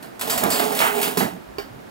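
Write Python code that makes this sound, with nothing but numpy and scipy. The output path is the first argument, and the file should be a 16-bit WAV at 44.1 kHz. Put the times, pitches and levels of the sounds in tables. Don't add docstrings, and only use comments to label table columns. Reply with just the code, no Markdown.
import sys
import numpy as np
from scipy import signal
from scipy.fft import rfft, irfft
from scipy.io import wavfile
from scipy.ndimage import uniform_filter1d

SR = 44100
rng = np.random.default_rng(int(sys.argv[2]) if len(sys.argv) > 2 else 0)


def generate_wav(sig):
    pcm = np.round(np.clip(np.atleast_2d(sig).T, -1, 1) * 32767).astype(np.int16)
    wavfile.write(sys.argv[1], SR, pcm)


N = 83790
HIT_SAMPLES = N // 4


def undb(db):
    return 10 ** (np.asarray(db) / 20)


def unit(x):
    return x / np.sqrt(np.mean(x ** 2))


def curve(rows, column=1):
    rows = np.array(rows)
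    return np.interp(np.arange(N) / SR, rows[:, 0], rows[:, column])


def over_hz(rows, f, column=1):
    rows = np.array(rows)
    return np.interp(np.log(f + 1), np.log(rows[:, 0]), rows[:, column])


def convolve(x, response):
    response = np.atleast_2d(response / np.sqrt(np.mean(np.sum(response ** 2, axis=-1))))
    return signal.fftconvolve(np.atleast_2d(x), response, axes=-1)[:, :N]


def colour(x, spectrum, size=4096):
    cepstrum = irfft(np.log(undb(over_hz(spectrum, np.fft.rfftfreq(size, 1 / SR)))))
    cepstrum[1:size // 2] *= 2
    cepstrum[size // 2 + 1:] = 0
    return convolve(x, irfft(np.exp(rfft(cepstrum))))


def band_limit(x, kind, hz, order):
    return signal.sosfilt(signal.butter(order, hz, kind, fs=SR, output="sos"), x)


def ring(x, modes):
    t = np.arange(HIT_SAMPLES) / SR
    response = 0
    for k, (hz, db, t60) in enumerate(modes):
        amplitude = (-1) ** k * undb(db) / np.sqrt(t60)
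        response += amplitude * np.cos(2 * np.pi * hz * t) * np.exp(-np.log(1000) * t / t60)
    return convolve(x, response)


def wander(rate_hz, size=N):
    hold = int(SR / rate_hz)
    steps = rng.standard_normal(size)[np.arange(size) // hold]
    return unit(uniform_filter1d(steps, hold))


def grains(spread_db, size=N):
    return unit(rng.standard_normal(size) * undb(spread_db * np.clip(wander(2500, size), -2, 2)))


def stereo_noise(width, size=N):
    mid, side = rng.standard_normal((2, size))
    return np.array([mid + width * side, mid - width * side]) / np.hypot(1, width)


# f/Hz, level/dB
ROOM_SPECTRUM = [(20, -33), (45, -8), (220, 0), (400, -5), (750, -8), (1100, -10.5), (1700, -12.5),
                 (2600, -19), (8000, -31), (16000, -30.5)]
ROOM_SIDE = [(30, -28), (300, 5.5), (16000, -5)]
def workshop():
    mid, side = rng.standard_normal((2, N))
    side = irfft(rfft(side) * undb(over_hz(ROOM_SIDE, np.fft.rfftfreq(N, 1 / SR))), N)
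    both = np.array([undb(-2.5) * (mid + side), mid - side]) / np.sqrt(2)
    return colour(both, ROOM_SPECTRUM) * undb(-41)


# f/Hz, T60/s
REVERB_TIMES = [(150, 0.67), (600, 0.2), (2000, 0.28), (16000, 0.25)]
def reverberate(x, build_s=0.0043):
    f, t, bands = signal.stft(stereo_noise(width=0.3, size=HIT_SAMPLES), SR, nperseg=256)
    decay = np.exp(-np.log(1000) * t / over_hz(REVERB_TIMES, f)[:, None])
    tail = signal.istft(bands * decay, SR)[1][:, :HIT_SAMPLES]
    tail *= 1 - np.exp(-np.arange(HIT_SAMPLES) / SR / build_s)
    return (x + convolve(x, tail)[:, :x.shape[-1]]) / np.sqrt(2)


def contact(start, decay_s, spread_db=4):
    burst = grains(spread_db, HIT_SAMPLES) * np.exp(-np.arange(HIT_SAMPLES) / SR / decay_s)
    return np.pad(reverberate(burst), ((0, 0), (int(start * SR), N)))[:, :N]


def push(start, decay_s, chatter=0.44):
    force = chatter * rng.standard_normal(HIT_SAMPLES) * np.exp(-np.arange(HIT_SAMPLES) / SR / decay_s)
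    force[0] += np.sqrt(decay_s * SR / 2)
    return np.pad(force, (int(start * SR), N))[:N]


# t/s, level/dB, duration/s, f/Hz
SWELLS = [(0.27, -43, 0.3, 85), (1.46, -44.5, 0.32, 47), (1.692, -38.5, 0.11, 121)]
def low_swells():
    t, out = np.arange(N) / SR, 0
    for start, db, duration, hz in SWELLS:
        envelope = np.sin(np.pi * np.clip((t - start) / duration, 0, 1))
        mode = [(hz, 0, 5 / hz)]
        out += undb(db) * envelope * unit(ring(ring(rng.standard_normal(N), mode), mode))
    return out


# t/s, level/dB
TAPE_FEED = [(.2, -66), (.24, -39), (.34, -34.5), (.48, -42), (.58, -24.5), (.68, -30), (.78, -29),
             (.87, -22.5), (.93, -30), (1.0, -25.5), (1.08, -30.5), (1.15, -39.5), (1.24, -34), (1.34, -86)]
# f/Hz, level/dB
TAPE_SPECTRUM = [(500, -8), (2000, 11.5), (3700, 4.5), (5500, -6.5), (8500, 2.5), (11000, 0), (14500, 1),
                 (16000, 7.5)]
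def tape():
    hiss = stereo_noise(width=0.25)
    roughness_db, flutter_db = 2 * wander(1200), wander(60.8)
    return colour(hiss * undb(roughness_db + flutter_db + curve(TAPE_FEED)), TAPE_SPECTRUM)


# t/s, level/dB, decay/s
BUNDLE_LANDINGS = [(1.584, -20.5, 0.0079), (1.599, -27.5, 0.006)]
# f/Hz, level/dB, T60/s
DECK_RESONANCES = [(410, 3.5, 0.076), (648, -8, 0.12), (1060, -8, 0.097), (1565, -20, .07),
                   (2317, -10.5, 0.076), (2800, -14, 0.07), (4630, -14, 0.092), (4680, -29, 0.23)]
# f/Hz, level/dB
CLICK_SPECTRUM = [(500, 1), (1400, -4), (2050, -10), (2850, 4), (3500, -2), (4700, 3), (6500, -15.5),
                  (16000, -8.5)]
KNOCK_SPECTRUM = [(70, -30), (190, -3), (400, 2.5), (520, -8), (700, 6), (1000, -3.5), (1600, -4),
                  (2600, -17), (16000, -43.5)]
def bundle():
    impacts = sum(undb(db) * contact(start, decay) for start, db, decay in BUNDLE_LANDINGS)
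    force = sum(undb(db + 3.5) * push(start, decay) for start, db, decay in BUNDLE_LANDINGS)
    deck = band_limit(ring(force, DECK_RESONANCES), "low", hz=5300, order=4)
    slap = undb(-2) * colour(impacts, KNOCK_SPECTRUM)
    click = undb(-7.5) * colour(impacts, CLICK_SPECTRUM)
    return deck + slap + click


# t/s, mesh f/Hz, whine level/dB, rattle level/dB
MOTOR_RUN = [(.19, 378.5, -56, -45.5), (.24, 390.7, -55, -27), (.32, 402, -53, -23.5),
             (.54, 406.5, -50, -20), (.58, 423.2, -23, -19), (.76, 420.4, -27.5, -21.5),
             (.82, 411.1, -33, -18), (.89, 413.5, -26.5, -31), (.975, 414.2, -20, -21),
             (1.03, 404.4, -30.5, -26), (1.10, 415.6, -26.5, -24), (1.15, 407.8, -46, -28),
             (1.28, 386, -62, -33.5), (1.38, 379, -58, -50)]
# f/Hz, level/dB
GEAR_SPECTRUM = [(40, -53), (115, -32), (180, -7.5), (250, -4.5), (350, -11), (440, -6), (650, 3.5),
                 (830, -1), (1100, -5.5), (1700, -16.5), (5500, -25.5), (16000, -28)]
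# f/Hz, level/dB, T60/s
HOUSING_RESONANCES = [(459.7, 10.5, 0.26), (646, 13, 0.29), (758, -6.5, 0.11), (783, -31, 0.46),
                      (1245, -9, 0.19)]
def geared_motor(jitter=0.007, flutter_db=1.7):
    mesh_hz = curve(MOTOR_RUN) * (1 + jitter * wander(70.63))
    phase = 2 * np.pi * np.cumsum(mesh_hz) / SR
    tone = unit(np.sin(phase) + undb(-8) * np.sin(2 * phase))
    whine = tone * undb(curve(MOTOR_RUN, column=2) + flutter_db * wander(57.4))
    teeth = grains(spread_db=5.5) * (1 + 0.27 * np.cos(phase)) * undb(1.32 * wander(90))
    teeth = unit(teeth) * undb(curve(MOTOR_RUN, column=3))
    return whine, colour(teeth, GEAR_SPECTRUM) + undb(-4.5) * ring(teeth, HOUSING_RESONANCES)


# t/s, level/dB, decay/s
CUTTER_BITES = [(.803, -10.5, 0.039), (.819, -14.5, 0.037), (.864, -18, 0.034)]
# f/Hz, level/dB
CRUNCH_SPECTRUM = [(150, -27.5), (550, -6.5), (820, 4), (1050, 0.5), (1300, 1.5), (1700, -2), (2900, -8),
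                   (4200, -25.5), (16000, -24.5)]
def cutter():
    crunch = sum(undb(db) * contact(start, decay, spread_db=6) for start, db, decay in CUTTER_BITES)
    return colour(crunch, CRUNCH_SPECTRUM)


# t/s, level/dB, rise/s, f/Hz
STOP_THUDS = [(0.478, -18, 0.0039, 230), (0.803, -29.5, 0.0099, 180), (1.172, -28, 0.0048, 171),
              (1.214, -17.5, 0.012, 190.5), (1.248, -15, 0.0051, 218), (1.264, -20, 0.0038, 190)]
def padded_stops():
    out = 0
    for start, db, rise, hz in STOP_THUDS:
        t = np.maximum(np.arange(N) / SR - start, 0)
        envelope = t / rise * np.exp(1 - t / rise)
        out += undb(db) * envelope * np.sin(2 * np.pi * hz * t)
    return out


# t/s, level/dB, decay/s
LATCH_SNAPS = [(0.2114, -21, 0.0034), (0.437, -12.5, 0.0041), (.503, -17, 0.009), (1.194, -16.5, .003)]
def latches():
    t = np.arange(N) / SR
    envelope = sum(undb(db) * (t >= start) * np.exp(-np.abs(t - start) / decay)
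                   for start, db, decay in LATCH_SNAPS)
    return band_limit(envelope * stereo_noise(width=0.3), "high", hz=6800, order=3)


# t/s, knock level/dB, decay/s, boom level/dB
CABINET_BLOWS = [(.028, -35, 0.041, -59.5), (.212, -23.5, 0.015, -51), (.305, -25, 0.032, -40),
                 (0.433, -12.5, 0.015, -21.5), (0.447, -15.5, 0.023, -24.5), (.524, -31, 0.004, -36),
                 (.596, -9.5, 0.0098, -31), (1.05, -24.5, 0.037, -30.5), (1.172, -7.5, 0.0067, -17.5),
                 (1.201, -12, 0.028, -31), (1.222, -26, 0.013, -22.5)]
# f/Hz, level/dB, T60/s
PANEL_RESONANCES = [(155, -8.5, 0.18), (183.9, 3.5, 0.14), (210, -2, 0.059), (256.2, 2.5, 0.35),
                    (345, -14, 0.66), (403, 3, 0.075)]
def cabinet():
    knocks = sum(undb(db) * contact(start, decay) for start, db, decay, _ in CABINET_BLOWS)
    force = sum(undb(db + 5) * push(start, decay) for start, _, decay, db in CABINET_BLOWS)
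    boom = band_limit(ring(force, PANEL_RESONANCES), "band", hz=[133, 900], order=3)
    return colour(knocks, KNOCK_SPECTRUM) + boom


# t/s, level/dB, decay/s, ring level re clack/dB
LEVER_CLACKS = [(0.026, -31, 0.0086, -28), (0.194, -26, 0.0086, -9), (0.2113, -17.5, 0.012, -21),
                (0.273, -27, 0.027, -29), (.298, -16, 0.028, -6.5), (.377, -13, 0.0098, -13),
                (0.439, -13, 0.0016, -20), (0.5029, -19, 0.033, 0), (0.523, -19, 0.028, -6),
                (0.596, -18.5, 0.012, -17), (0.75, -17, 0.0051, -13), (.772, -19.5, 0.003, -4),
                (.791, -16, 0.018, -24), (1.0138, -16.5, 0.021, -31), (1.03, -17.5, .022, -16),
                (1.078, -19, 0.0028, -17), (1.172, -14.5, 0.016, -54), (1.194, -21.5, 0.026, -31)]
# f/Hz, level/dB
CLACK_SPECTRUM = [(150, -22), (400, -13), (1000, 12.5), (2200, 7), (3600, 6), (6000, -0.5), (8500, 0.5),
                  (11000, 2.5), (14000, 3), (16000, -1.5)]
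# nominal f/Hz, level/dB, T60/s
LEVER_RESONANCES = [(2970, -19, 0.0075), (4100, 4.5, 0.01), (4340, 6.5, 0.012), (4945, 8.5, 0.042),
                    (7720, 3, 0.0027), (7610, 12, 0.016)]
def levers(detune=0.043):
    clacks, ringing = 0, 0
    for start, db, decay, ring_db in LEVER_CLACKS:
        impact = undb(db) * contact(start, decay)
        pitch_ratio = 1 + detune * rng.uniform(-1.28, 1)
        modes = [(hz * pitch_ratio, level, t60) for hz, level, t60 in LEVER_RESONANCES]
        clacks += impact
        ringing += undb(ring_db) * ring(impact, modes)
    return colour(clacks, CLACK_SPECTRUM) + ringing


# f/Hz, level/dB, phase lead/rad
LEFT_RESPONSE = [(60, -4, -.2), (200, -11, -.25), (310, -15, -.1), (400, -21, 1.2), (500, -15, 2),
                 (700, -10, 2.1), (1300, -7, 2.25), (2400, -3.5, 1.9), (4400, -2, 1.2), (8000, -.5, .65),
                 (16000, 0, .05)]
def left_mic_response(x):
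    f = np.fft.rfftfreq(2 * N, 1 / SR)
    gain, lead = undb(over_hz(LEFT_RESPONSE, f)), over_hz(LEFT_RESPONSE, f, column=2)
    left = irfft(rfft(x[0], 2 * N) * gain * np.exp(1j * lead))
    return np.array([left[:N], x[1]])


def scene():
    whine, gear_rattle = geared_motor()
    impacts = levers() + latches() + cabinet() + padded_stops() + cutter()
    near = impacts + reverberate(gear_rattle) + tape() + bundle() + whine + low_swells()
    return left_mic_response(near) + workshop()


def record(dry, cutoff_hz=15750):
    return signal.sosfilt(signal.ellip(10, .2, 80, cutoff_hz, fs=SR, output="sos"), dry)


dry = scene()
out = record(dry)
generate_wav(out)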